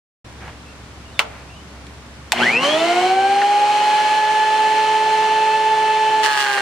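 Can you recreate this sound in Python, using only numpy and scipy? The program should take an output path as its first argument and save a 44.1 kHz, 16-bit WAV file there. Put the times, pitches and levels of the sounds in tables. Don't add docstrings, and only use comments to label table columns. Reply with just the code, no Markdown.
import sys
import numpy as np
from scipy import signal
from scipy.fft import rfft, irfft, next_fast_len
from scipy.io import wavfile
from scipy.ndimage import map_coordinates

SR = 44100
rng = np.random.default_rng(int(sys.argv[2]) if len(sys.argv) > 2 else 0)


def materialize(psi):
    bounded = np.clip(np.atleast_2d(psi).T, -1, 1)
    quanta = np.round(bounded * 32767).astype(np.int16)
    wavfile.write(sys.argv[1], SR, quanta)


N = 291501
TIME = np.arange(N) / SR
ON_S, FEED_S, BITE_S = 2.32, 5.6, 6.224
TONES_S, TONES_RISE_S = 2.374, 0.16
FREE_HZ, BELT_RATIO = 438.1, .326875


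def motor_speed(surge_share=.4652, surge_s=.1579, creep_s=.5675, feed_drop_hz=2.2, sag_hz_per_s=100):
    t = np.maximum(TIME - ON_S, 0)
    shortfall = surge_share * np.exp(-t / surge_s) + (1 - surge_share) * np.exp(-t / creep_s)
    sag = sag_hz_per_s * np.cumsum(ramp(BITE_S, .07)) / SR
    return np.maximum(FREE_HZ * (1 - shortfall) - feed_drop_hz * ramp(FEED_S, .5) - sag, 0)


# (frequency [Hz], level [dB])
WHINE_RESPONSE = [(470, -60), (530, -30), (610, -20), (720, -20), (768, -16.5), (820, -15), (870, -16.7)]
OCTAVE_RESPONSE = [(500, -22), (900, -31), (1400, -37), (1650, -44.5), (1760, -34.5)]
PARTIAL_RESPONSE = [(1200, -46), (2050, -32.5), (2450, -39), (2620, -37.5), (3000, -49), (3500, -43.5),
                    (5500, -46), (7600, -52), (8500, -54.5), (9300, -59.5)]
# (frequency [Hz], width [Hz], boost [dB])
OCTAVE_MODES = [(1107, 76, 12.5), (1424, 60, 7.5), (1566, 70, 13.5), (1716, 54.6, 11)]
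PARTIAL_ORDERS = [6, 8, 21.2]
# (frequency [Hz], left minus right [dB])
WHINE_BALANCE = [(530, -4), (700, -3.5), (795, 1), (830, -1), (872, -3)]
def motor_whine(speed, motor, lead_cycles=0.066, partial_lead_cycles=-0.089):
    mics = np.array([[.5], [-.5]])
    motor = motor + 0.0055 * wobble(25)
    whine_db = along(WHINE_RESPONSE, 2 * speed) + 0.6 * wobble(30)
    whine_db = whine_db + mics * along(WHINE_BALANCE, 2 * speed)
    whine = amp(whine_db) * tone(2 * motor + mics * lead_cycles)
    octave_db = spectrum(OCTAVE_RESPONSE, OCTAVE_MODES)(4 * speed) + 1.2 * wobble(25)
    partials = amp(octave_db) * tone(4 * motor + mics * partial_lead_cycles)
    for order in PARTIAL_ORDERS:
        partial_db = along(PARTIAL_RESPONSE, order * speed) + 2.36 * wobble(20)
        partials += amp(partial_db) * tone(order * motor + mics * partial_lead_cycles)
    return ramp(TONES_S, TONES_RISE_S) * board_muffle() * (whine + partials * amp(mics * 0.79))


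# (frequency [Hz], level [dB])
KNIFE_RESPONSE = [(160, -36), (255, -34), (310, -29.5), (364, -22), (400, -30.5), (419, -38), (428, -27.5)]
# (order [cycles per cutterhead turn], level before strain [dB])
SHAKE_ORDERS = [(2, -50), (2.5, -53.5), (3.5, -62), (4, -42.5), (4.5, -50), (9, -44)]
def cutterhead(speed, cutter):
    cutter = cutter + 0.0029 * wobble(20)
    knives = amp(along(KNIFE_RESPONSE, 3 * BELT_RATIO * speed)) * tone(3 * cutter)
    throb = amp(-31 + wobble(6)) * tone(6 * cutter)
    shaking = sum(amp(db + 2.5 * wobble(8)) * tone(order * cutter) for order, db in SHAKE_ORDERS)
    strain = amp(np.interp(speed, [205, 365, 418], [-3, 7.5, 0]))
    unbalance = amp(-51) * (speed / FREE_HZ) ** 25 * tone(cutter)
    muffle = board_muffle()
    hum = muffle * strain * (throb + shaking) + np.sqrt(muffle) * knives + unbalance
    return ramp(TONES_S, TONES_RISE_S) * hum


def board_muffle(depth_db=-8.5, close_s=0.17):
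    return amp(depth_db * ramp(BITE_S, close_s))


# (time [s], level [dB])
HEARD_HISS_LEVELS = [(2.45, -33), (2.6, -40), (2.63, -32), (2.64, -29.5), (2.71, -32), (3.1, -33.5),
                     (3.15, -37), (4.09, -32.5), (4.22, -35), (5.43, -35), (5.49, -36), (6.2, -36.5)]
# (frequency [Hz], relative level [dB])
RUSH_SPECTRUM = [(20, -17.5), (60, -23.5), (150, -9.5), (300, -6), (600, 0.5), (1000, 1.5), (1900, 1),
                 (2700, -0.5), (3600, -5.5), (6200, -10), (9000, -16.5), (11000, -25.5), (15500, -38.5)]
# (frequency [Hz], width [Hz], boost [dB])
HOUSING_MODES = [(384, 74, 8), (826, 276, 7), (2250, 340, 3), (3033, 340, 9), (4223, 320, 8.5)]
# (frequency [Hz], left minus right [dB])
RUSH_BALANCE = [(60, 7.5), (110, 0.5), (200, 4), (380, 0.0), (700, -3), (1290, -1.5), (2380, 4), (4400, 0),
                (8120, -1), (15000, 0.5)]
def air_rush(cutter, pulse_depth=0.097, body_over_hiss_db=9.5):
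    flow = noise(side_db=0) * (1 + pulse_depth * np.sin(2 * np.pi * cutter))
    left, right = shaped(flow, RUSH_SPECTRUM, HOUSING_MODES)
    left = coloured(left, lambda hz: along(RUSH_BALANCE, hz) / 2)
    right = coloured(right, lambda hz: -along(RUSH_BALANCE, hz) / 2)
    level_db = np.interp(TIME, *np.transpose(HEARD_HISS_LEVELS)) + body_over_hiss_db + .5 * wobble(12)
    return np.array([left, right]) * amp(level_db) * ramp(ON_S, 0.011)


# (frequency [Hz], relative level [dB])
BLOW_SPECTRUM = [(60, -32), (300, -28), (600, -12), (850, 4.5), (1250, 8.5), (1700, 6.5), (2200, 1),
                 (3600, 1), (6000, -32), (15500, -44)]
SNAP_SPECTRUM = [(100, -52), (1000, -13), (1800, -4), (2900, 0.5), (3600, 1), (4400, -4.5), (5500, -7.5),
                 (9000, -14.5), (12000, -23.5), (15500, -31)]
# (frequency [Hz], width [Hz], boost [dB])
BOARD_MODES = [(550, 110, 7), (1240, 200, 4.5), (1597, 250, 8.5), (1920, 330, 8), (2900, 580, 3.5),
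               (4240, 310, 8.5)]
# (time [s], level [dB], half length [s])
GRAIN_TEARS = [(6.245, -22.5, 0.026), (6.33, -33.5, 0.028), (6.405, -25.5, 0.031), (6.54, -33, 0.011)]
def cutting(cutter, knives=3, low_knife_gain=.2, scatter_db=1.2, tear_s=0.004, hood_t60=0.018):
    passes = np.floor(cutter * knives).astype(int)
    hits = np.flatnonzero(np.diff(passes)) + 1
    scatter = amp(scatter_db * rng.standard_normal(N)[passes[hits]])
    blows = np.zeros(N)
    blows[hits] = np.where(passes[hits] % knives, low_knife_gain, 1) * scatter
    tear_envelope = signal.lfilter([1], [1, -np.exp(-1 / (tear_s * SR))], blows)
    fibres = amp(-9) * unit(tear_envelope * noise(side_db=-1))
    t = np.arange(SR // 40) / SR
    hood = rng.standard_normal((2, len(t))) * amp(-60 * t / hood_t60)
    smeared = unit(signal.fftconvolve(blows[None], hood, axes=1)[:, :N])
    dull = shaped(amp(-4) * unit(blows) + smeared + fibres, BLOW_SPECTRUM, BOARD_MODES)
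    snap = shaped(smeared + 2 * fibres, SNAP_SPECTRUM, BOARD_MODES)
    snap_gain = (amp(-28.5) + swells(GRAIN_TEARS)) * ramp(BITE_S, .012)
    return amp(-23) * ramp(BITE_S, 0.043) * dull + snap_gain * snap


def inrush(speed, motor, pull_hz=120, chop_depth=0.45):
    current = (1 - speed / FREE_HZ) * ramp(ON_S, 0.084)
    pulls = pull_hz * TIME
    chop = unit(1 + chop_depth * np.sin(2 * np.pi * pulls))
    whistle = current * chop * gear_whistle(speed, motor)
    return (TIME > ON_S) * (pan(whistle, 1.5) + frame_growl(current, pulls, chop))


# (frequency [Hz], level at full current [dB])
GEAR_RESPONSE = [(700, -38), (1400, -23), (1720, -13), (2100, -19), (2900, -23), (3350, -20.5), (3600, -33),
                 (5200, -32.5), (8000, -40), (13000, -58)]
# (frequency [Hz], width [Hz], boost [dB])
GEAR_MODES = [(2110, 360, 4.1), (2630, 300, 11.8), (3120, 190, 9.6)]
# (order [cycles per tooth], gain [dB])
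GEAR_HARMONICS = [(1, 1.5), (2, -8), (3, -8.5)]
def gear_whistle(speed, motor, teeth_per_turn=10.72):
    teeth = teeth_per_turn * motor + 0.11 * wobble(300)
    response = spectrum(GEAR_RESPONSE, GEAR_MODES)
    return sum(amp(db + response(order * teeth_per_turn * speed) + 3.7 * wobble(60)) * tone(order * teeth)
               for order, db in GEAR_HARMONICS)


# (time [s], level [dB], half length [s])
FRAME_SHUDDER = [(2.415, -27.5, .045)]
# (frequency [Hz], relative level [dB])
RATTLE_SPECTRUM = [(30, -27), (150, 8), (280, 2), (700, 6), (1300, 3), (2300, 2.5), (3600, -12),
                   (8000, -22.5), (15500, -38)]
def frame_growl(current, pulls, chop):
    shudder = swells(FRAME_SHUDDER)
    growl = (amp(-33) * current + shudder) * (tone(2 * pulls) + amp(-3.5) * tone(3 * pulls))
    rattle = shaped(chop * noise(side_db=3), RATTLE_SPECTRUM, HOUSING_MODES)
    groan_hz = np.interp(TIME, [2.33, 2.342], [900, 620])
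    groan = swells([(2.336, -10.5, 0.0056)]) * tone(np.cumsum(groan_hz) / SR)
    return growl + (amp(-19) * current + amp(-3) * shudder) * rattle + groan


# (time [s], crack level [dB], edge level [dB], ring level [dB], crack and edge t60 [s])
CONTACTS = [(1.1925, 3, -20, -11.5, 0.02), (1.199, -17, -35, -14.5, 0.018), (1.868, -35, -47, -60, 0.019),
            (2.3204, 1.5, -6, -17.5, 0.015), (2.3267, -6.5, -15, -16, 0.02)]
# (frequency [Hz], relative level [dB])
CRACK_SPECTRUM = [(100, -30), (700, -7), (1600, -5), (2650, 7), (3300, -0.5), (4300, -4), (5800, -20.5),
                  (8000, -19), (11000, -36), (16000, -49)]
EDGE_SPECTRUM = [(1000, -32), (4500, -7), (7500, 0), (11000, -13.5), (16000, -28)]
RING_SPECTRUM = [(100, -36), (400, -9), (1000, -0.5), (2500, -3.5), (5000, -10.5), (15000, -33)]
# (frequency [Hz], width [Hz], boost [dB])
FRAME_MODES = [(457, 99, 5), (890, 160, 10), (1360, 240, 8), (1710, 200, 0), (2160, 220, 1),
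               (3000, 240, 9.5)]
def lever_and_switch(ring_t60=0.084):
    cracks, edges, rings = np.zeros((3, N + SR))
    t = np.arange(SR // 2) / SR
    for s, crack_db, edge_db, ring_db, crack_t60 in CONTACTS:
        span = slice(round(s * SR), round(s * SR) + len(t))
        cracks[span] += amp(crack_db - 60 * t / crack_t60)
        edges[span] += amp(edge_db - 60 * t / crack_t60)
        rings[span] += amp(ring_db - 60 * t / ring_t60)
    crack = shaped(noise(side_db=-3), CRACK_SPECTRUM)
    edge = shaped(noise(side_db=0), EDGE_SPECTRUM)
    ring = shaped(noise(side_db=2.5), RING_SPECTRUM, FRAME_MODES)
    return cracks[:N] * crack + edges[:N] * edge + rings[:N] * ring


# (time [s], level [dB], t60 [s])
BED_KNOCKS = [(3.416, -17, 0.091), (6.464, -14, 0.044), (6.576, -12, 0.063)]
# (frequency [Hz], relative level [dB])
WOOD_SPECTRUM = [(100, -32), (700, -11), (1400, -3), (2200, -6), (4000, -14), (8000, -32), (15000, -58)]
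def board_knocks(rise_s=0.0025):
    dying = sum(ramp(s, rise_s) * amp(db - 60 * np.abs(TIME - s) / t60) for s, db, t60 in BED_KNOCKS)
    return dying * shaped(noise(side_db=-2.5), WOOD_SPECTRUM, BOARD_MODES)


# (time [s], level [dB], half length [s])
WORKER_SCUFFS = [(.435, -36.5, 0.03), (.485, -36, 0.021), (.53, -45, 0.017), (1.32, -43, 0.048),
                 (1.39, -42.5, 0.051)]
HANDLING_BUMPS = [(.49, -44, .025), (1.32, -44, .04), (3.24, -49, .1), (5.67, -46, .025)]
def worker():
    grit = shaped(noise(side_db=-2) * amp(1.5 * wobble(400)), RATTLE_SPECTRUM)
    thud = shaped(noise(side_db=-6), [(20, -10), (90, 8), (200, -12), (600, -48)])
    return swells(WORKER_SCUFFS) * grit + swells(HANDLING_BUMPS) * thud


# (time [s], length [s], first pitch [Hz], middle pitch [Hz], last pitch [Hz], level [dB])
BIRD_NOTES = [(.64, 0.11, 2520, 2700, 2720, -52), (1.003, .19, 2520, 2880, 2980, -54),
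              (1.113, 0.1, 4600, 3600, 3350, -47), (1.444, .22, 2220, 2880, 3040, -49.5),
              (1.67, 0.065, 3600, 4250, 4350, -58)]
def bird(quaver_depth=0.027, quaver_hz=19):
    song = np.zeros(N)
    for s, length, first, middle, last, db in BIRD_NOTES:
        progress = np.clip((TIME - s) / length, 0, 1)
        slur_hz = np.polyval(np.polyfit([0, .5, 1], [first, middle, last], 2), progress)
        quaver = quaver_depth * np.sin(2 * np.pi * quaver_hz * (TIME - s))
        pitch_hz = slur_hz * (1 + quaver + 0.017 * wobble(400))
        song += amp(db) * np.sin(np.pi * progress) * tone(np.cumsum(pitch_hz) / SR)
    return song * amp(3 * wobble(90))


# (frequency [Hz], t60 [s])
WALL_DECAY = [(200, 0.7), (1000, 0.21), (3000, 0.28), (10000, 0.1)]
def walls(x):
    hz, t, bins = signal.stft(rng.standard_normal((2, SR // 2)), SR, nperseg=256)
    decay_db = -60 * t / along(WALL_DECAY, hz)[:, None]
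    colour_db = along([(900, 0.5), (3000, -14.0), (10000, -2.5)], hz)[:, None]
    tail = signal.istft(bins * amp(decay_db + colour_db), SR, nperseg=256)[1]
    delayed = np.pad(x, ((0, 0), (SR // 200, 0)))
    return signal.fftconvolve(delayed, tail / np.linalg.norm(tail[0]), axes=1)[:, :N]


# (frequency [Hz], relative level [dB])
HUSH_SPECTRUM = [(20, -27), (45, -13), (65, -6.5), (130, -4), (260, -11.5), (550, -14.5), (1100, -15.5),
                 (2700, -23), (5000, -27.5), (9000, -36), (11500, -45), (16000, -57)]
# (frequency [Hz], level [dB])
ENGINE_TONES = [(69, -44.5), (114, -53.5), (237, -55.5), (287, -56.5)]
def yard(start_s=0.2437, recede_db=-22):
    hush = amp(-40.5) * shaped(noise(side_db=5), HUSH_SPECTRUM)
    engine = sum(amp(db + 1.9 * wobble(7.7)) * tone(hz * TIME + 0.095 * wobble(9))
                 for hz, db in ENGINE_TONES)
    return ramp(start_s, 0.0037) * amp(recede_db * ramp(ON_S, 0.37)) * (hush + engine)


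# (frequency [Hz], side minus mid [dB])
STEREO_WIDTH = [(60, -12), (110, -16.5), (200, -22), (380, -12.5), (700, -13.5), (1290, -9.5), (2380, -4.5),
                (4400, -6), (8120, -2), (15000, 5)]
def noise(side_db):
    size = next_fast_len(N)
    mid, side = rng.standard_normal((2, N))
    side_gain = amp(along(STEREO_WIDTH, np.fft.rfftfreq(size, 1 / SR)) + side_db)
    side = irfft(rfft(side, size) * side_gain, size)[:N]
    return np.array([mid + side, mid - side])


def amp(db):
    return 10 ** (np.asarray(db) / 20)


def unit(x):
    return x / np.sqrt(np.mean(x ** 2) + 1e-20)


def tone(cycles):
    return np.sqrt(2) * np.sin(2 * np.pi * cycles)


def pan(x, db):
    return np.array([x * amp(db / 2), x * amp(-db / 2)])


def ramp(start_s, length_s):
    return np.clip((TIME - start_s) / length_s, 0, 1)


def swells(rows):
    return sum(amp(db) * np.exp(-((TIME - s) / half) ** 2) for s, db, half in rows)


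def wobble(rate):
    knots = rng.standard_normal(int(N * rate / SR) + 4)
    coarse_s = np.linspace(0, N / SR, int(8 * rate * N / SR))
    return np.interp(TIME, coarse_s, map_coordinates(knots, [coarse_s * rate]))


def along(points, hz):
    point_hz, values = np.transpose(points)
    return np.interp(np.log(hz + 1), np.log(point_hz + 1), values)


def spectrum(points, modes):
    return lambda hz: along(points, hz) + sum(db / (1 + (2 * (hz - centre) / width) ** 2)
                                              for centre, width, db in modes)


def coloured(x, gain_db, size=16384):
    cepstrum = irfft(np.log(amp(gain_db(np.fft.rfftfreq(size, 1 / SR)))), size)
    cepstrum[1:size // 2] *= 2
    cepstrum[size // 2 + 1:] = 0
    impulse = irfft(np.exp(rfft(cepstrum)))[:size // 2]
    padded = next_fast_len(N + size)
    return irfft(rfft(x, padded) * rfft(impulse, padded), padded)[..., :N]


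def shaped(x, points, modes=()):
    return unit(coloured(x, spectrum(points, modes)))


def scene(throb_offset_turns=.283):
    speed = motor_speed()
    motor = np.cumsum(speed) / SR
    cutter = BELT_RATIO * np.maximum(motor - throb_offset_turns, 0)
    brief_sounds = lever_and_switch() + bird()
    machine = motor_whine(speed, motor) + cutterhead(speed, cutter) + inrush(speed, motor)
    planer = machine + air_rush(cutter) + cutting(cutter) + board_knocks()
    return planer + brief_sounds + amp(-12.5) * walls(brief_sounds) + yard() + worker()


def record(dry, release_db_per_s=90, attack_s=0.0029, top_hz=15800):
    over_db = np.maximum(20 * np.log10(np.abs(dry).max(0) + 1e-9), 0)
    release_db = release_db_per_s * TIME
    held_db = np.maximum.accumulate(over_db + release_db) - release_db
    lag = np.exp(-1 / (attack_s * SR))
    duck_db = signal.lfilter([1 - lag], [1, -lag], held_db)
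    limited = np.clip(dry * amp(-duck_db), -1, 1)
    size = next_fast_len(N + SR // 2)
    band = np.clip(.5 + (top_hz - np.fft.rfftfreq(size, 1 / SR)) / 800, 0, 1)
    return irfft(rfft(limited, size) * band, size)[:, :N]


dry = scene()
out = record(dry)
materialize(out)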